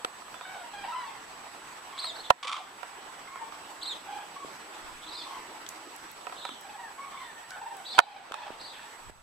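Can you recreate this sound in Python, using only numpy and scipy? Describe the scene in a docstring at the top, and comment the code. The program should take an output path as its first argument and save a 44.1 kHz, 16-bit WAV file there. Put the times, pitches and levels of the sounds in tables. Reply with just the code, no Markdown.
"""A soft wash of wind and hiss opens with knocks on a hand-held camera; skeins of cranes then pass overhead.
Adults bugle in rough, trilled harmonics, the young whistle nearly pure notes, and far flocks come as echoes.
Knocks ring the camera body, a slipping grip creaks in runs of snaps, and electronics whine near 8 kHz.
Gain control ducks after the hard knocks, and the level steps down just before the end."""
import sys
import numpy as np
from scipy import signal
from scipy.fft import rfft, irfft
from scipy.io import wavfile
from scipy.ndimage import uniform_filter1d

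SR = 44100
rng = np.random.default_rng(int(sys.argv[2]) if len(sys.argv) > 2 else 0)


def dump(signal):
    """Clip the signal to [-1, 1] and save it as 16-bit WAV at the path in sys.argv[1]."""
    limited = np.clip(np.atleast_2d(signal).T, -1, 1)
    pcm = np.round(limited * 32767).astype(np.int16)
    wavfile.write(sys.argv[1], SR, pcm)


N = 406602
TIME = np.arange(N) / SR


def amp(db):
    """Decibels to gain."""
    return 10 ** (np.asarray(db) / 20)


def unit(x):
    """Scales to rms 1."""
    return x / np.sqrt(np.mean(x ** 2) + 1e-20)


def read(points, hz):
    """Reads a curve of (Hz, value) points on a log-frequency axis."""
    f, value = np.transpose(points)
    return np.interp(np.log(hz + 1), np.log(f + 1), value)


def colour(x, points):
    """Filters by a spectrum in dB."""
    gain = amp(read(points, np.fft.rfftfreq(x.shape[-1], 1 / SR)))
    return irfft(rfft(x) * gain, x.shape[-1])


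def highpass(x, hz):
    """Third-order high-pass."""
    return signal.sosfilt(signal.butter(3, hz, "high", fs=SR, output="sos"), x)


def drift(size, hz):
    """Smooth random wander, mostly below hz, cut from one second of rms 1."""
    f = np.fft.rfftfreq(SR, 1 / SR)
    spectrum = rfft(rng.standard_normal(SR)) * np.exp(-(f / hz) ** 2)
    return unit(irfft(spectrum, SR))[:size]


def swell(t, peak_s):
    """Rises to 1 at peak_s and dies away."""
    return t / peak_s * np.exp(1 - t / peak_s)


def surge(peak_s, level_db, rise, fall):
    """A gain that climbs to its peak and sinks again, each at its own dB per second."""
    below_peak_db = np.maximum(rise * (peak_s - TIME), fall * (TIME - peak_s))
    return amp(level_db - below_peak_db.clip(0, 100))


def pan(lean_db):
    """Left and right gains with a mean of 1; a positive lean favours the left."""
    gains = amp([[lean_db / 2], [-lean_db / 2]])
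    return gains / gains.mean()


def add(mix, s, sound):
    """Adds a sound at time s, cut off at the end of the mix."""
    part = mix[..., round(s * SR):][..., :sound.shape[-1]]
    part += sound[..., :part.shape[-1]]


def scatter(x, t60):
    """Open-air echo: sparse reflections from ground and trees, different at each side."""
    t = np.arange(SR // 2) / SR
    sparse = rng.standard_normal((2, len(t))) * (rng.random((2, len(t))) < .04)
    taps = sparse * amp(-60 * t / t60) * (t > .004)
    taps /= np.linalg.norm(taps, axis=1, keepdims=True)
    crossed = taps + .15 * taps[::-1]  # a little of each side reaches the other
    return signal.fftconvolve(x[None], crossed, axes=1)[:, :N]


# Tone of the wash: (frequency [Hz], relative level [dB])
WASH_COLOUR = [(15, -44), (25, -15.5), (92, -21), (317, -10.5), (575, -9.5), (863, -1.5), (2000, -9.5),
               (2160, -11.5), (2610, -12), (5000, -18.5), (7310, -22.5), (8140, -18.5), (8830, -25.5),
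               (14800, -31), (16000, -76)]
# Likeness of the two sides: (frequency [Hz], correlation [0-1])
SIDE_LIKENESS = [(60, 0.53), (150, 0.73), (380, 0.84), (950, 0.29), (2380, 0.23), (5980, 0.039),
                 (15000, 0.23)]
# Stereo lean of the wash: (frequency [Hz], left over right [dB])
SIDE_LEAN = [(60, -2.5), (180, -1.5), (550, -2.5), (1650, -3.0), (4970, -1.5), (15000, 0.5)]
# Strength of the breeze before the band shares below: (time [s], level [dB])
BREEZE_LEVEL = [(0, -1.5), (1.4, 0), (3, 0), (4.6, 0), (6.1, 0), (6.7, -2), (7.8, -4), (8.1, 5),
                (8.35, 7.5), (8.75, -0.5), (9.2, -4.5)]
# How far each band follows the breeze: (frequency [Hz], share of its dB [0-1])
BREEZE_SHARE = [(150, 0.8), (700, 0.97), (4000, 0.96), (12000, 0.15)]
WASH_DB = -45.5  # overall rms


def wash(patchy_db=1.76, flicker_db=0.9):
    """Wind over the marsh and microphone hiss: noise shaped frame by frame, in drifting patches."""
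    frames, hz = N // 256 + 5, np.fft.rfftfreq(1024, 1 / SR)
    a, b, c, d, patches = rng.standard_normal((5, frames, 513))
    patches = unit(uniform_filter1d(uniform_filter1d(patches, 9, axis=0), 10, axis=1))
    flicker = unit(uniform_filter1d(rng.standard_normal((frames, 1)), 5, axis=0))
    same = np.clip(read(SIDE_LIKENESS, hz), -1, 1)
    left = a + 1j * b
    right = same * left + np.sqrt(1 - same ** 2) * (c + 1j * d)
    half_lean_db = read(SIDE_LEAN, hz) / 2
    sides = np.array([left * amp(half_lean_db), right * amp(-half_lean_db)])
    level_db = read(WASH_COLOUR, hz) + patchy_db * patches + flicker_db * flicker
    breeze_db = np.interp(np.linspace(0, N / SR, frames), *np.transpose(BREEZE_LEVEL))
    sides = sides * amp(level_db + breeze_db[:, None] * read(BREEZE_SHARE, hz))
    noise = signal.istft(sides.swapaxes(1, 2), nperseg=1024, noverlap=768)[1][:, :N]
    return amp(WASH_DB) * unit(noise)


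WHINE_HZ, FRAME_HZ = 7867.1, 29.97


def whine(level_db=-60):
    """An electronic tone whose phase flips at each picture frame, which makes it buzz."""
    flips = np.tanh(12 * np.sin(np.pi * FRAME_HZ * TIME))
    return amp(level_db) * unit(flips * np.sin(2 * np.pi * WHINE_HZ * TIME)) * pan(-9.5)


# Gusts on the microphone: (peak time [s], level [dB], rise [dB/s], fall [dB/s])
GUST_SURGES = [(4.84, -57, 400, 47), (8.52, -59, 123, 87), (9.08, -50, 226, 18)]


def buffet():
    """Low rumble of gusts, unrelated at each port."""
    rumble = colour(rng.standard_normal((2, N)), [(20, 6.5), (70, 2.5), (140, -3.0), (400, -27), (2000, -89)])
    return unit(rumble) * sum(surge(*gust) for gust in GUST_SURGES)


DRONE_PEAK_S, DRONE_DB = 5.92, -60
DRONE_RISE_DB_PER_S, DRONE_FALL_DB_PER_S = 3.5, 50


def drone():
    """A faint low drone far away: a narrow noise band that grows slowly and stops quickly."""
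    spectrum = [(170, -44), (270, -14), (315, -2.0), (360, -11.0), (520, -20), (2000, -94)]
    band = colour(rng.standard_normal(N), spectrum)
    return unit(band) * surge(DRONE_PEAK_S, DRONE_DB, DRONE_RISE_DB_PER_S, DRONE_FALL_DB_PER_S)


def far_flock(count=30, level_db=-55, pitch_hz=900):
    """Many far birds, spread evenly with jitter and heard only by their echoes."""
    calls = np.zeros(N)
    for k, (when, voice, near) in enumerate(rng.random((count, 3))):
        hz = pitch_hz * 2 ** (0.95 * (voice - .5))
        call = bugle(0.174, hz, glide=0.0336, level_db=level_db - 10.0 * near, rough=0.63, trill=0.422,
                     bright_db=-5, upper_db=8.5)
        add(calls, (k + when) / count * N / SR, call)
    return scatter(calls, t60=0.72)


# Colour of skin on the shell: (frequency [Hz], relative level [dB])
BRUSH_COLOUR = [(300, -30), (2000, 3), (5600, 2), (7500, -8), (11000, -7), (15000, -17), (16500, -40)]
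# Strokes of the palm: (peak time [s], level [dB], rise [dB/s], fall [dB/s])
BRUSH_STROKES = [(5.29, -50.5, 110, 86), (5.7, -56.5, 90, 25), (8.4, -61, 150, 30)]


def brushing(grain_db=3):
    """The palm brushes the shell: soft hiss with a grainy level."""
    grains = unit(uniform_filter1d(rng.standard_normal(N), size=200))
    hiss = colour(rng.standard_normal((2, N)), BRUSH_COLOUR) * amp(grain_db * grains)
    return unit(hiss) * sum(surge(*stroke) for stroke in BRUSH_STROKES)


# Colour of the grip's snaps: (frequency [Hz], relative level [dB])
SNAP_COLOUR = [(100, -44), (500, -19), (800, 2), (1200, 1), (1900, 1.5), (2500, 3), (3500, 5), (4400, -4),
               (6000, -9), (9000, -13.5), (13000, -42)]
SLIP_RISE_S, SLIP_HOLD = 0.0012, 0.8  # build-up time; share of the length before release


def slip(length, pitch_hz, squeak_db, snap_db, chatter_hz=340, chatter=0.71, uneven_db=3.0, grit=0.54,
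         release_s=0.0042):
    """One slip of the grip: a fast, chattering run of tiny snaps, whose rate is heard as a squeak."""
    t = np.arange(SR // 25) / SR
    turns = np.cumsum(pitch_hz * (1 + .08 * drift(len(t), 400))) / SR
    beat = 1 + chatter * np.cos(2 * np.pi * (chatter_hz * t + rng.random()))
    grain = beat * amp(uneven_db * drift(len(t), 1200))
    clicks = np.diff(np.floor(turns), prepend=0)  # one per turn
    snaps = unit(colour(clicks * grain, SNAP_COLOUR))
    rub = unit(colour(rng.standard_normal((2, len(t))), SNAP_COLOUR))  # the sliding between the snaps
    release = np.exp(-np.maximum(t - SLIP_HOLD * length, 0) / release_s)
    press = np.minimum(t / SLIP_RISE_S, 1) * release
    squeak = amp(squeak_db) * np.cos(2 * np.pi * turns)
    return (squeak + amp(snap_db) * (snaps + grit * rub) / 2) * press * pan(-2.3)


# Slips of the grip: (time [s], nominal length [s], mean pitch [Hz], squeak gain [dB], snap gain [dB])
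GRIP_SLIPS = [(2.4284, 0.0094, 1172, -33, -23), (2.4425, 0.012, 1093, -35, -25),
              (2.45, 0.007, 1150, -28, -32), (2.457, 0.013, 1138, -30, -41),
              (2.4695, 0.011, 1106, -35, -25.5), (2.4765, 0.01, 1153, -34, -22),
              (2.486, 0.0077, 1125, -31, -30), (2.492, 0.0052, 1150, -29, -23),
              (2.499, 0.0059, 1213, -25.5, -32), (2.508, 0.0078, 1103, -32, -41),
              (2.515, 0.0033, 1094, -25, -25.5), (2.5245, 0.0092, 1176, -29, -22),
              (2.539, 0.0093, 1173, -26.5, -30), (2.552, .008, 1160, -33, -30),
              (2.564, .006, 1103, -29, -28), (2.574, 0.0087, 1143, -33, -37), (2.585, 0.012, 904, -43, -37),
              (2.599, 0.022, 733, -37, -45)]


def creak(echo_db=-9):
    """The grip sticks and slips, then eases: the last slips are softer and lower."""
    out = np.zeros((2, N))
    for s, *row in GRIP_SLIPS:
        add(out, s, slip(*row))
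    return out + amp(echo_db) * scatter(out.mean(0), t60=0.49)


def thud(t, thud_hz=490, peak_s=0.003):
    """The dull sound of the grip: a briefly swelling sine, only a cycle or a few long."""
    tone = np.sin(2 * np.pi * thud_hz * rng.normal(1, 0.0061) * t)
    return highpass(tone * swell(t, peak_s), 227)


# Colour of sliding contact: (frequency [Hz], relative level [dB])
SCRATCH_COLOUR = [(60, -62), (300, -36), (1200, 20.5), (1900, 6), (2450, 8.5), (2800, 11.5), (3500, 6.5),
                  (4400, 3), (5500, -3), (9000, -3.5), (15000, -25)]


def scratch(t, peak_s):
    """A puff of sliding contact on the shell, unrelated at each port."""
    return unit(colour(rng.standard_normal((2, len(t))), SCRATCH_COLOUR)) * swell(t, peak_s) / 2


# Modes of the camera body: (mean frequency [Hz], relative level [dB], time to fall 60 dB [s])
BODY_MODES = [(556, 2, 0.025), (729, -0.5, 0.052), (1003, 0.5, 0.05), (1278, 6.5, 0.019),
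              (1842, -11.5, 0.068), (2413, -0.5, 0.011), (3140, -16, 0.028)]
THUD_DB = -28.5  # the grip's thud relative to the ring


def knock(t, ring_db, scratch_db, lean_db):
    """One touch: the body rings in a different phase at each port, the surfaces scratch, the grip thuds."""
    ring = 0
    for hz, db, t60 in BODY_MODES:
        mode_hz = hz * rng.normal(1, 0.035)
        port_phase = rng.normal(0, 1.0, (2, 1))
        ring = ring + amp(db - 60 * t / t60) * np.sin(2 * np.pi * mode_hz * t + port_phase)
    ring = highpass(ring * (1 - np.exp(-t / 0.000052)), 622)  # very short onset
    blow = ring / abs(ring).max() + amp(THUD_DB) * thud(t)
    return (amp(ring_db) * blow + amp(scratch_db) * scratch(t, peak_s=0.0011)) * pan(lean_db)


def tick(t, centre_hz, peak_s=0.00098, slope_db=14, tail_db=-20, tail_s=0.0093):
    """A tiny snap of the shell: noise sloping slope_db per octave around its centre, then a short rustle."""
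    band = [(centre_hz / 8, -3 * slope_db), (centre_hz, 0), (centre_hz * 4, -2 * slope_db)]
    noise = unit(colour(rng.standard_normal((2, len(t))), band))
    return noise * (swell(t, peak_s) + amp(tail_db) * swell(t, tail_s)) / 2


# Knocks of the hand on the camera: (time [s], ring gain [dB], scratch gain [dB], left over right [dB])
HAND_KNOCKS = [ (0.047, -22.5, -15, -4.5), (0.221, -33, -52, -3), (0.282, -37, -52, -1),
               (0.343, -30.5, -40, -9), (0.411, -29, -47, -4), (2.044, -24, -29, -8),
               (2.301, -26, -18, -12), (2.3031, -9.5, -9, -3.5), (2.3053, -2.5, -10, -10.5),
               (2.309, -12, -21, 0), (2.831, -25, -32, -16), (3.358, -28.5, -54, -9), (3.523, -29, -45, -8),
               (6.269, -23, -41, -8), (6.297, -32, -52, -4), (6.324, -25.5, -37, -2), (6.452, -22, -27, -5),
               (6.491, -31, -31, -8), (7.9817, -10, -25, -12), (7.985, -13, -32, -8), (7.988, -6, -2, -7),
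               (7.9898, 5.5, 0.5, -10.5), (7.9987, -12, -10, -1), (8.001, -7, -7, -1),
               (8.32, -27, -16.5, -2), (8.341, -28, -16, -10)]
# Thin dry ticks of the shell: (time [s], gain [dB], centre frequency [Hz])
SHELL_TICKS = [(5.664, -31, 3580), (5.689, -26.5, 7600), (5.962, -37.5, 8900), (6.115, -38, 12000),
               (6.61, -40, 12000), (7.506, -34, 4900), (7.768, -39, 8900)]
# Dull bumps of the hand: (time [s], gain [dB], mean pitch [Hz], time to peak [s])
HAND_BUMPS = [(0.047, -24, 500, 0.00084), (2.3035, -14.5, 590, 0.0018), (2.3055, -5.5, 1038, 0.00094),
              (7.9815, -14, 880, 0.0015), (7.99, -26, 705, 0.0017), (7.9911, -3, 1390, 0.00041),
              (2.449, -35, 520, .004), (2.982, -47, 393, 0.0037), (4.447, -29, 383, 0.0006),
              (5.869, -43, 324, 0.0054), (6.492, -37, 327, 0.00077), (6.513, -43.5, 264, 0.0034),
              (6.535, -46, 247, 0.0029), (8.312, -21.5, 483, 0.00044), (8.504, -19, 490, 0.00031),
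              (9.097, -33.5, 393, 0.00047)]
PUSH_DB = -25  # low push of air relative to its bump


def handling(echo_db=-27):
    """Knocks, ticks, bumps and a stick-slip creak, carried through the body to the microphone."""
    out = creak()
    t = np.arange(SR // 12) / SR
    for s, *row in HAND_KNOCKS:
        add(out, s, knock(t, *row))
    for s, level_db, centre_hz in SHELL_TICKS:
        add(out, s, amp(level_db) * tick(t, centre_hz) * pan(-0.86))
    for s, level_db, thud_hz, peak_s in HAND_BUMPS:
        bump = thud(t, thud_hz, peak_s) + amp(PUSH_DB) * swell(t, 0.00093)
        add(out, s, amp(level_db) * bump * pan(-7))
    return out + amp(echo_db) * scatter(out.mean(0), t60=.15)


def peep(length, pitch_hz, glide, level_db, waver=0.016, flutter_db=4):
    """A faint, quavering note on a straight glide."""
    u = np.linspace(-.5, .5, round(length * SR))
    hz = pitch_hz * (1 + glide * u + waver * drift(len(u), 300))
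    tone = np.sin(2 * np.pi * np.cumsum(hz) / SR) * amp(flutter_db * drift(len(u), 50))
    return amp(level_db) * unit(tone * signal.windows.tukey(len(u), .3))


# Tune shared by all whistles: (share of length [0-1], pitch [ratio], relative level [dB])
WHISTLE_TUNE = [(0, .97, -10), (.03, 1, -4), (.072, .8, -2), (.105, 1, 1), (.14, 1.01, 1), (.175, 1.13, 3),
                (.235, .98, -5), (.29, .945, -5), (.345, 1.025, -2), (.39, .87, 0), (.42, 1, 2),
                (.48, 1.01, 2.5), (.55, 1.08, 3), (.59, 1.04, 0), (.675, .91, 0), (.76, .935, 2),
                (.85, .885, 0), (1, .78, -6)]
FALL_FROM, FALL_SETTLE = 0.529, 0.064  # start and settling time of the closing fall [share of length]
# second harmonic of a whistle at OCTAVE_AT_DB; softer whistles lose OCTAVE_FOLLOW dB of it per dB
OCTAVE_DB, OCTAVE_AT_DB, OCTAVE_FOLLOW = -12, -36, 0.5


def whistle(length, pitch_hz, level_db, tail_db, warble=0.012, flutter_db=2):
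    """A thin, nearly pure note: two scooped, quavering flicks, then a steadier fall."""
    u = np.linspace(0, 1, round(length * SR))
    at, ratios, dbs = np.transpose(WHISTLE_TUNE)
    fall = np.clip((u - FALL_FROM) / FALL_SETTLE, 0, 1)
    waver = 1 + warble * (1 - fall / 2) * drift(len(u), 320)
    phase = 2 * np.pi * np.cumsum(pitch_hz * np.interp(u, at, ratios) * waver) / SR
    octave_db = OCTAVE_DB + OCTAVE_FOLLOW * (level_db - OCTAVE_AT_DB)
    tone = np.sin(phase) + amp(octave_db) * (np.sin(2 * phase) + amp(-18) * np.sin(3 * phase))
    effort_db = np.interp(u, at, dbs) + tail_db * fall + flutter_db * drift(len(u), 170)
    return amp(level_db) * unit(tone * amp(effort_db) * signal.windows.tukey(len(u), .06))


# Whistles of the young: (time [s], length [s], base pitch [Hz], level [dB],
#   echo send relative to it [dB], closing fall relative to the tune [dB])
YOUNG_WHISTLES = [ (1.977, 0.14, 4120, -38, -4, -1), (2.145, 0.12, 4120, -49, -8, -17),
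                  (2.232, 0.042, 3680, -50.5, 4, -5), (3.811, 0.13, 3974, -39, -3, 0.5),
                  (5.015, 0.048, 3480, -55.5, 3, -16), (5.062, 0.165, 3950, -47, -3, 0.5),
                  (5.11, 0.14, 4620, -50.5, 1.5, -1), (6.355, 0.17, 3723, -50.5, 2.5, -1.5),
                  (6.406, .19, 3615, -59.5, 5.5, 0), (7.843, 0.12, 3920, -48, 6, 0.5),
                  (7.903, 0.14, 4380, -46.5, 3, 5), (8.594, 0.12, 4360, -47, 1, -6),
                  (8.662, 0.1, 3640, -52.5, -1, 1)]
# Thin peeps of far birds: (time [s], length [s], mid pitch [Hz], glide [share of pitch], echo send level [dB])
FAR_PEEPS = [(6.45, 0.19, 5790, -.085, -63.5), (7.09, 0.244, 3560, -0.014, -60),
             (0.333, .045, 3470, -0.0045, -55), (0.395, .05, 3650, 0.042, -53),
             (5.195, .04, 3500, 0.015, -45.5)]


def young(air_loss_db=-8, blur=0.042):
    """Young birds, each direct and as an echo with more waver and less treble; far peeps are echo only."""
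    direct, sent = np.zeros(N), np.zeros(N)
    for s, length, pitch_hz, level_db, echo_db, tail_db in YOUNG_WHISTLES:
        add(direct, s, whistle(length, pitch_hz, level_db, tail_db))
        add(sent, s, whistle(length, pitch_hz, level_db, tail_db, warble=blur) * amp(echo_db))
    for s, *row in FAR_PEEPS:
        add(sent, s, peep(*row))
    sent = colour(sent, [(5000, 0), (7500, air_loss_db)])
    return direct * pan(-1) + scatter(sent, t60=.24)


# Windpipe and bill of an adult: (frequency [Hz], relative level [dB])
THROAT_COLOUR = [(400, 34), (750, 1.5), (1100, 10.5), (1600, -5), (2400, -6.5), (3400, -6), (4300, -11),
                 (6000, -17), (9000, -55)]
TRILL_PER_S, TRILL_SWING, TRILL_DB = 21.4, 0.076, 6  # at trill 1: mean rate, pitch swing [share], level swing
ARCH, ARCH_PER_GLIDE = 0.0255, 0.255  # droop of both ends [share of pitch]; wide glides bend more
UPPER_FALL_DB = -2.2  # slope per harmonic from the third up, before the throat


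def bugle(length, pitch_hz, glide, level_db, rough, trill, bright_db, upper_db, jitter=0.0555, rasp=1.0,
          uneven_db=-0.5):
    """Harmonics on a pitch arch; trill rolls flick it up and louder, uneven membrane beats make it rasp."""
    size = round(length * SR)
    u = np.linspace(-1, 1, size)
    arch = pitch_hz * (1 + glide * u / 2 - (ARCH + ARCH_PER_GLIDE * abs(glide)) * u ** 2)
    beat = 2 * np.pi * TRILL_PER_S * rng.normal(1, 0.0068) * np.arange(size) / SR
    roll = -trill * np.cos(beat + 0.725 * (1 - np.cos(beat)))  # each roll rises faster than it falls
    hz = arch * (1 + TRILL_SWING * roll + jitter * rough * drift(size, 221))
    turns = np.cumsum(hz) / SR
    harmonics_db = [0, bright_db]
    for k, z in enumerate(rng.standard_normal(size=4)):
        harmonics_db.append(upper_db + UPPER_FALL_DB * k + uneven_db * z)
    voice = np.zeros(size)
    for k, db in enumerate(harmonics_db, 1):
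        gain = amp(read(THROAT_COLOUR, k * arch) + db + 3.2 * drift(size, 64))
        voice += gain * np.sin(2 * np.pi * (k * turns + rng.random()))
    roughness = 1 + rasp * rough * drift(size, 300)
    effort = amp(TRILL_DB * roll) * roughness * signal.windows.tukey(size, .18)
    return amp(level_db) * unit(voice * effort)


# Adult calls: (time [s], length [s], pitch at the middle [Hz], glide from start to end [share of pitch],
#   level before the direct and echo gains [dB], roughness [0-1], trill depth [1 = full],
#   second harmonic before the throat [dB], higher harmonics before the throat [dB])
ADULT_CALLS = [ (0.44, .14, 758, 0.0063, -42.5, 0.26, 0.17, 3, -1.5),
               (0.53, .11, 737.4, -0.048, -42.5, 0.2, 0.07, -3, -5),
               (0.63, 0.067, 947, -0.061, -46.5, 0.1, 0, -10, -4),
               (0.727, 0.14, 811, -0.043, -41.5, 0.27, 0.33, 4, 3.5),
               (0.828, 0.12, 966, 0.12, -37.5, 0.62, 0.45, -0.5, -2.5),
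               (0.918, 0.04, 1305, -0.081, -39, 0.2, 0.16, 1, -10),
               (0.94, 0.11, 1008, -0.071, -36, 0.2, 0.09, 5, 1.5),
               (1.056, 0.068, 890, -0.035, -42.5, 0.13, 0.1, -1, 0.5),
               (1.09, 0.11, 1042, -0.11, -49.5, 0.6, 0.1, 11, 0),
               (1.917, .17, 1080, -0.042, -44, 0.85, 0.37, 7, 7),
               (3.268, 0.14, 1086, 0.00087, -44, 0.27, 0.2, 11, -5),
               (3.387, 0.058, 920, -0.044, -40, 0.16, 0, -1, -12),
               (4.055, 0.188, 839, 0, -43, 0.25, 0.12, -2.5, -1.5),
               (4.07, 0.14, 789, -0.0052, -43, 0.25, 0.13, -4, -5),
               (4.355, 0.094, 1133, -0.01, -41.5, 0.08, 0.08, -2, -5),
               (5.255, 0.14, 1072, -0.037, -41, 0.54, 0.16, 3.5, 0),
               (6.637, 0.14, 817, 0.085, -45.5, 0.23, 0.84, -4, -5),
               (6.781, 0.11, 927, -0.16, -42.5, 0.21, 0.23, 8, -6),
               (6.785, 0.075, 768, -0.02, -49, 0.15, 0.14, -8, -10),
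               (6.973, 0.127, 1115, 0.0092, -42, 0.41, 0.07, 5.5, -6),
               (7.112, 0.1396, 1080, -0.104, -43, 0.51, .5, 5, -4),
               (7.243, 0.087, 925, -0.13, -49, 0.2, 0.13, 16, -10),
               (7.347, 0.11, 922, 0.024, -51, 0.3, 0.17, 15, -8),
               (7.504, 0.074, 749, -0.04, -41.5, 0.44, 0.33, 7.5, -2),
               (7.558, 0.17, 850, 0.071, -40.5, 0.17, 1.14, -1, -8.5),
               (7.718, 0.092, 786, -0.087, -44.5, 0.02, 0.12, -3, -7),
               (7.941, 0.13, 766, -0.038, -37, 0.28, 0, -9, -5),
               (8.01, 0.21, 806, -0.12, -35, 0.18, 0.63, -7, -1.5),
               (8.323, 0.17, 862, -0.074, -35, 0.59, 0.39, 0, 0.5),
               (8.726, 0.12, 881, -0.062, -47, 1, 0.43, 8.5, 10)]
# a neighbour's answer: relative level, mean delay, pitch spread [share]
ANSWER_DB, ANSWER_LAG_S, ANSWER_SPREAD = -10, .045, .07


def adults(direct_db=-4.0, echo_db=-6.5):
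    """The nearer birds of the skein; a neighbour joins each call at a slightly different pitch."""
    calls = np.zeros(N)
    for s, length, pitch_hz, glide, level_db, *voice in ADULT_CALLS:
        add(calls, s, bugle(length, pitch_hz, glide, level_db, *voice))
        lag = ANSWER_LAG_S * (.5 + rng.random())
        answer_hz = pitch_hz * (1 + ANSWER_SPREAD * rng.standard_normal())
        add(calls, s + lag, bugle(length, answer_hz, glide, level_db + ANSWER_DB, *voice))
    return amp(direct_db) * calls * pan(-0.81) + amp(echo_db) * scatter(calls, t60=0.29)


def scene():
    """Birds and air, with the camera's own noises."""
    air = wash() + buffet() + drone()
    camera = whine() + brushing() + handling()
    birds = far_flock() + young() + adults()
    return air + camera + birds


DROP_S, EDGE_HZ = 9.105, 16200  # time of the level step; upper edge of the sound


def record(dry, threshold_db=-27, squeeze=0.6, recovery_db=17, drop_db=-9):
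    """Gain control ducks and recovers at recovery_db per second, peaks clip, a low-pass trims the top."""
    power = signal.lfilter(np.ones(700) / 700, 1, (dry ** 2).mean(0))
    over_db = np.maximum(10 * np.log10(abs(power) + 1e-12) - threshold_db, 0)
    recovery = TIME * recovery_db
    duck_db = np.maximum.accumulate(squeeze * over_db + recovery) - recovery
    duck_db = signal.lfilter(np.ones(400) / 400, 1, duck_db)  # soften the steps
    step_db = drop_db * (TIME > DROP_S)
    out = np.clip(dry * amp(step_db - duck_db), -1, 1)
    lowpass = signal.firwin(511, EDGE_HZ, window=("kaiser", 9), fs=SR)
    return signal.oaconvolve(out, lowpass[None], "same")


dry = scene()
out = record(dry)
dump(out)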